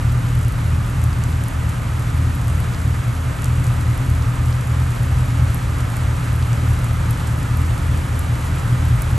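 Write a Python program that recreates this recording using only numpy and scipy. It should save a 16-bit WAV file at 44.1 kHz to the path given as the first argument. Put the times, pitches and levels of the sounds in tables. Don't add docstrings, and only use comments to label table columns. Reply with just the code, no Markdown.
import sys
import numpy as np
from scipy import signal
from scipy.fft import rfft, irfft, next_fast_len
from scipy.io import wavfile

SR = 44100
rng = np.random.default_rng(int(sys.argv[2]) if len(sys.argv) > 2 else 0)


def put_to_file(sound):
    columns = np.atleast_2d(sound).T
    safe = np.clip(columns, -1, 1)
    whole_steps = np.round(safe * 32767)
    wavfile.write(sys.argv[1], SR, whole_steps.astype(np.int16))


N = 404821
TIME_S = np.arange(N) / SR

# (frequency [Hz], relative density [dB])
WASH_SPECTRUM = [(150, -10.5), (340, -1.5), (420, -3), (550, -1.05), (730, -3.5), (900, -2), (1080, -2),
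                 (1240, -2.5), (1420, -2), (2100, -7), (3200, -13.5), (5200, -21), (7200, -18.5),
                 (9000, -20), (13000, -26)]
# (frequency [Hz], left-right coherence [0..1], left phase lead [rad])
STEREO_FIELD = [(50, .999, 0.047), (128, 0.95, -0.075), (250, 0.69, -0.16), (420, 0.53, -0.39),
                (627, 0.19, 0), (900, 0.46, 0.59), (1700, 0.29, -0.019), (2630, 0.78, 0.31),
                (3400, 0.9, 0.86), (4900, 0.84, 0.57), (5630, 1, -0.17), (8500, 1, .9),
                (11900, 0.86, -0.91)]
# (time [s], relative level [dB])
ENGINE_SWELL = [(0, -17), (1.2, -17), (1.9, -21), (2.25, -15.5), (3.3, -21.5), (3.65, -17), (4.3, -19),
                (5.0, -18.5), (5.3, -16), (5.8, -19.5), (6.35, -17.5), (7.0, -16), (7.3, -20.5),
                (7.6, -16.5), (8.4, -20), (8.7, -15.5), (9.18, -18.0)]
# (order [x cycle rate], relative level [dB])
SLOW_DIESEL_ORDERS = [(8, -30.5), (10, -40), (11, -39), (12, -38), (15, -55), (16, -24), (21, -37),
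                      (23, -25.5), (24, -24), (25, -26), (26, -29.5), (28, -41), (32, -33.5), (37, -47.5),
                      (48, -47.5), (53, -46.5), (56, -53), (64, -66)]
# (order [x shaft rate], relative level [dB])
FAST_DIESEL_ORDERS = [(6, -24.5), (9, -28.5), (13, -47.5), (14, -45.5), (15, -46.5), (19, -50), (20, -44.5),
                      (21, -55)]
# (frequency [Hz], relative density [dB])
EXHAUST_SPECTRUM = [(20, -40), (31, -29), (40, -11), (56, 4), (66, -2), (80, -3), (95, -4.5), (120, 1),
                    (145, -5), (160, -7), (210, -17), (280, -14.5), (350, -25), (600, -51)]
# (time [s], relative peak [dB], pitch [Hz])
CLOSE_DROPS = [(.353, -23, 10600), (.391, -22, 10700), (.449, -24, 7500), (.483, -20, 10400),
               (1.04, -14, 10300), (1.130, -29, 4800), (1.238, -18.5, 7400), (1.3277, -33, 3800),
               (1.438, -20, 9000), (1.484, -18.5, 10500), (2.352, -21, 10800), (2.603, -21, 10700),
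               (2.737, -29, 4500), (2.7466, -26, 4800), (3.421, -21, 8400), (3.444, -14.5, 8300),
               (3.457, -20, 7000), (3.642, -21, 9000), (3.668, -19.5, 7300), (3.677, -25, 10300),
               (3.977, -21, 11100), (4.102, -23, 8500), (4.224, -25, 5530), (4.527, -27, 4500),
               (5.5454, -12, 11000), (5.968, -18.5, 9400), (6.330, -28, 10700), (6.361, -23, 10400),
               (6.425, -26, 4300), (6.531, -22.5, 6000), (6.844, -19.5, 9600), (7.109, -13.5, 11000),
               (7.572, -18, 10700), (8.193, -14, 10300), (8.415, -30, 7600), (9.0206, -10.5, 11400)]


def from_db(db):
    return 10 ** (np.asarray(db) / 20)


def unit_rms(x):
    return x / np.sqrt(np.mean(x ** 2) + 1e-20)


def at_hz(table, hz):
    table_hz, *columns = np.transpose(table)
    return [np.interp(np.log(hz + 1e-9), np.log(table_hz), column) for column in columns]


def drift(rate_hz):
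    hop, settle = 100, 2000
    pole = np.exp(-2 * np.pi * rate_hz * hop / SR)
    noise = rng.standard_normal(N // hop + settle + 2)
    slow = signal.lfilter([1], [1, -2 * pole, pole ** 2], noise)[settle:]
    return np.interp(np.arange(N) / hop, np.arange(len(slow)), unit_rms(slow))


def diffuse_noise(spectrum):
    size = next_fast_len(N, real=True)
    hz = np.fft.rfftfreq(size, 1 / SR)
    mid, side = rfft(rng.standard_normal((2, size))) * from_db(at_hz(spectrum, hz))
    coherence, lead_rad = at_hz(STEREO_FIELD, hz)
    ears = np.array([[1], [-1]])
    pair = np.sqrt(1 + coherence) * mid + np.sqrt(1 - coherence) * side * ears
    pair *= np.exp(.5j * lead_rad * ears)
    return unit_rms(irfft(pair, size)[:, :N])


def far_rain(flutter_db, right_db):
    wash = diffuse_noise(WASH_SPECTRUM) * from_db(flutter_db * drift(rate_hz=12))
    midrange = signal.sosfilt(signal.butter(1, [550, 2600], "band", fs=SR, output="sos"), wash)
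    pan = from_db([[-right_db / 2], [right_db / 2]])
    return wash + midrange * (pan - 1)


def ring(clicks, hz, cycles):
    step_rad = 2 * np.pi * min(hz, .45 * SR) / SR
    pole = np.exp(-np.log(1000) * step_rad / (2 * np.pi * cycles))
    feedback = [1, -2 * pole * np.cos(step_rad), pole ** 2]
    return signal.lfilter([0, np.sin(step_rad)], feedback, clicks + 1e-18)


def patter(drops_per_s, low_hz, high_hz, cycles, spread_db, pitches=16, max_size=5):
    drops = np.zeros((2, N))
    for hz in np.geomspace(low_hz, high_hz, pitches):
        hits = np.flatnonzero(rng.random(N) < drops_per_s / pitches / SR)
        sizes = np.minimum(rng.standard_exponential(N)[hits], max_size)
        clicks = np.zeros(N)
        clicks[hits] = from_db(spread_db * sizes) * (-1) ** hits
        pan = from_db(rng.normal() * np.array([[1], [-1]]))
        drops += ring(clicks, hz, cycles) * pan
    return unit_rms(drops)


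def with_spray(drops, spray_db, decay_s):
    step = 1 / (decay_s * SR)
    power = signal.lfilter([step], [1, -np.exp(-step)], np.mean(drops ** 2, axis=0))
    shower = rng.standard_normal(N) * np.sqrt(power)
    treble = signal.butter(2, [6000, 12000], "band", fs=SR, output="sos")
    return drops + from_db(spray_db) * signal.sosfilt(treble, shower)


def diesel(base_hz, orders, hunting, flutter_db, chug_s=0, scatter_rad=np.pi):
    speed_hz = base_hz * (1 + hunting * drift(rate_hz=.57))
    angle_rad = 2 * np.pi * (np.cumsum(speed_hz) / SR - base_hz * chug_s)
    note = np.zeros(N)
    for order, level_db in orders:
        gain = from_db(level_db + flutter_db * drift(rate_hz=1.78))
        note += gain * np.sin(order * angle_rad + scatter_rad * rng.normal())
    return note


def boats(slow_cycle_hz=4.953, fast_shaft_hz=13.745, rumble_db_per_s=.16):
    swell_db = np.interp(TIME_S, *np.transpose(ENGINE_SWELL))
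    swell_db -= swell_db.mean()
    slow = diesel(slow_cycle_hz, SLOW_DIESEL_ORDERS, hunting=.0015, flutter_db=1.5,
                  chug_s=.18, scatter_rad=1.2)
    fast = diesel(fast_shaft_hz, FAST_DIESEL_ORDERS, hunting=.00097, flutter_db=1.1)
    drone = (from_db(1.23) * slow + from_db(2) * fast) * from_db(.97 * swell_db)
    rumble = from_db(-25 + rumble_db_per_s * TIME_S + .24 * swell_db) * diffuse_noise(EXHAUST_SPECTRUM)
    return (drone + rumble) * from_db([[.2], [-.2]])


def splashes(cycles, spray_db, spray_s, low_cut_ratio, size=1024):
    drops = np.zeros(N + size)
    age_s = np.arange(size) / SR
    for time_s, peak_db, hz in CLOSE_DROPS:
        impact = from_db(spray_db) * rng.standard_normal(size) * np.exp(-age_s / spray_s)
        impact[0] = 1
        low_cut = signal.butter(2, low_cut_ratio * hz, "high", fs=SR, output="sos")
        tick = signal.sosfilt(low_cut, ring(impact, hz, cycles))
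        start = int(time_s * SR)
        drops[start:start + size] += from_db(peak_db) * tick / np.abs(tick).max()
    return drops[:N]


def scene(rain_db_per_s=.1783):
    downpour = from_db(-36 + rain_db_per_s * TIME_S)
    wash = from_db(2.5) * far_rain(flutter_db=.42, right_db=2.4)
    plops = patter(drops_per_s=700, low_hz=844, high_hz=4660, cycles=7, spread_db=3.5)
    metal = patter(drops_per_s=400, low_hz=1203, high_hz=1311, cycles=93, spread_db=1.5, pitches=3)
    ticks = patter(drops_per_s=260, low_hz=7800, high_hz=12500, cycles=7.6, spread_db=3.5)
    jetty = with_spray(ticks, spray_db=2, decay_s=.005)
    rain = wash + from_db(-13) * plops + from_db(-8.5) * metal + from_db(-14.5) * jetty
    close = from_db(4) * splashes(cycles=4.6, spray_db=-23.5, spray_s=.0022, low_cut_ratio=.82)
    return downpour * rain + boats() + close


def record(dry, port_hz=11150, port_db=7.5, lag_hz=10250, rolloff_hz=12100, cutoff_hz=13600):
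    port_ring = signal.lfilter(*signal.iirpeak(port_hz, Q=13, fs=SR), dry)
    sound = dry + (from_db(port_db) - 1) * port_ring
    left, right = signal.sosfilt(signal.butter(5, rolloff_hz, fs=SR, output="sos"), sound)
    left = left - 2 * signal.lfilter(*signal.iirpeak(lag_hz, Q=4.26, fs=SR), left)
    return signal.sosfilt(signal.cheby2(14, 50, cutoff_hz, fs=SR, output="sos"), [left, right])


dry = scene()
out = record(dry)
put_to_file(out)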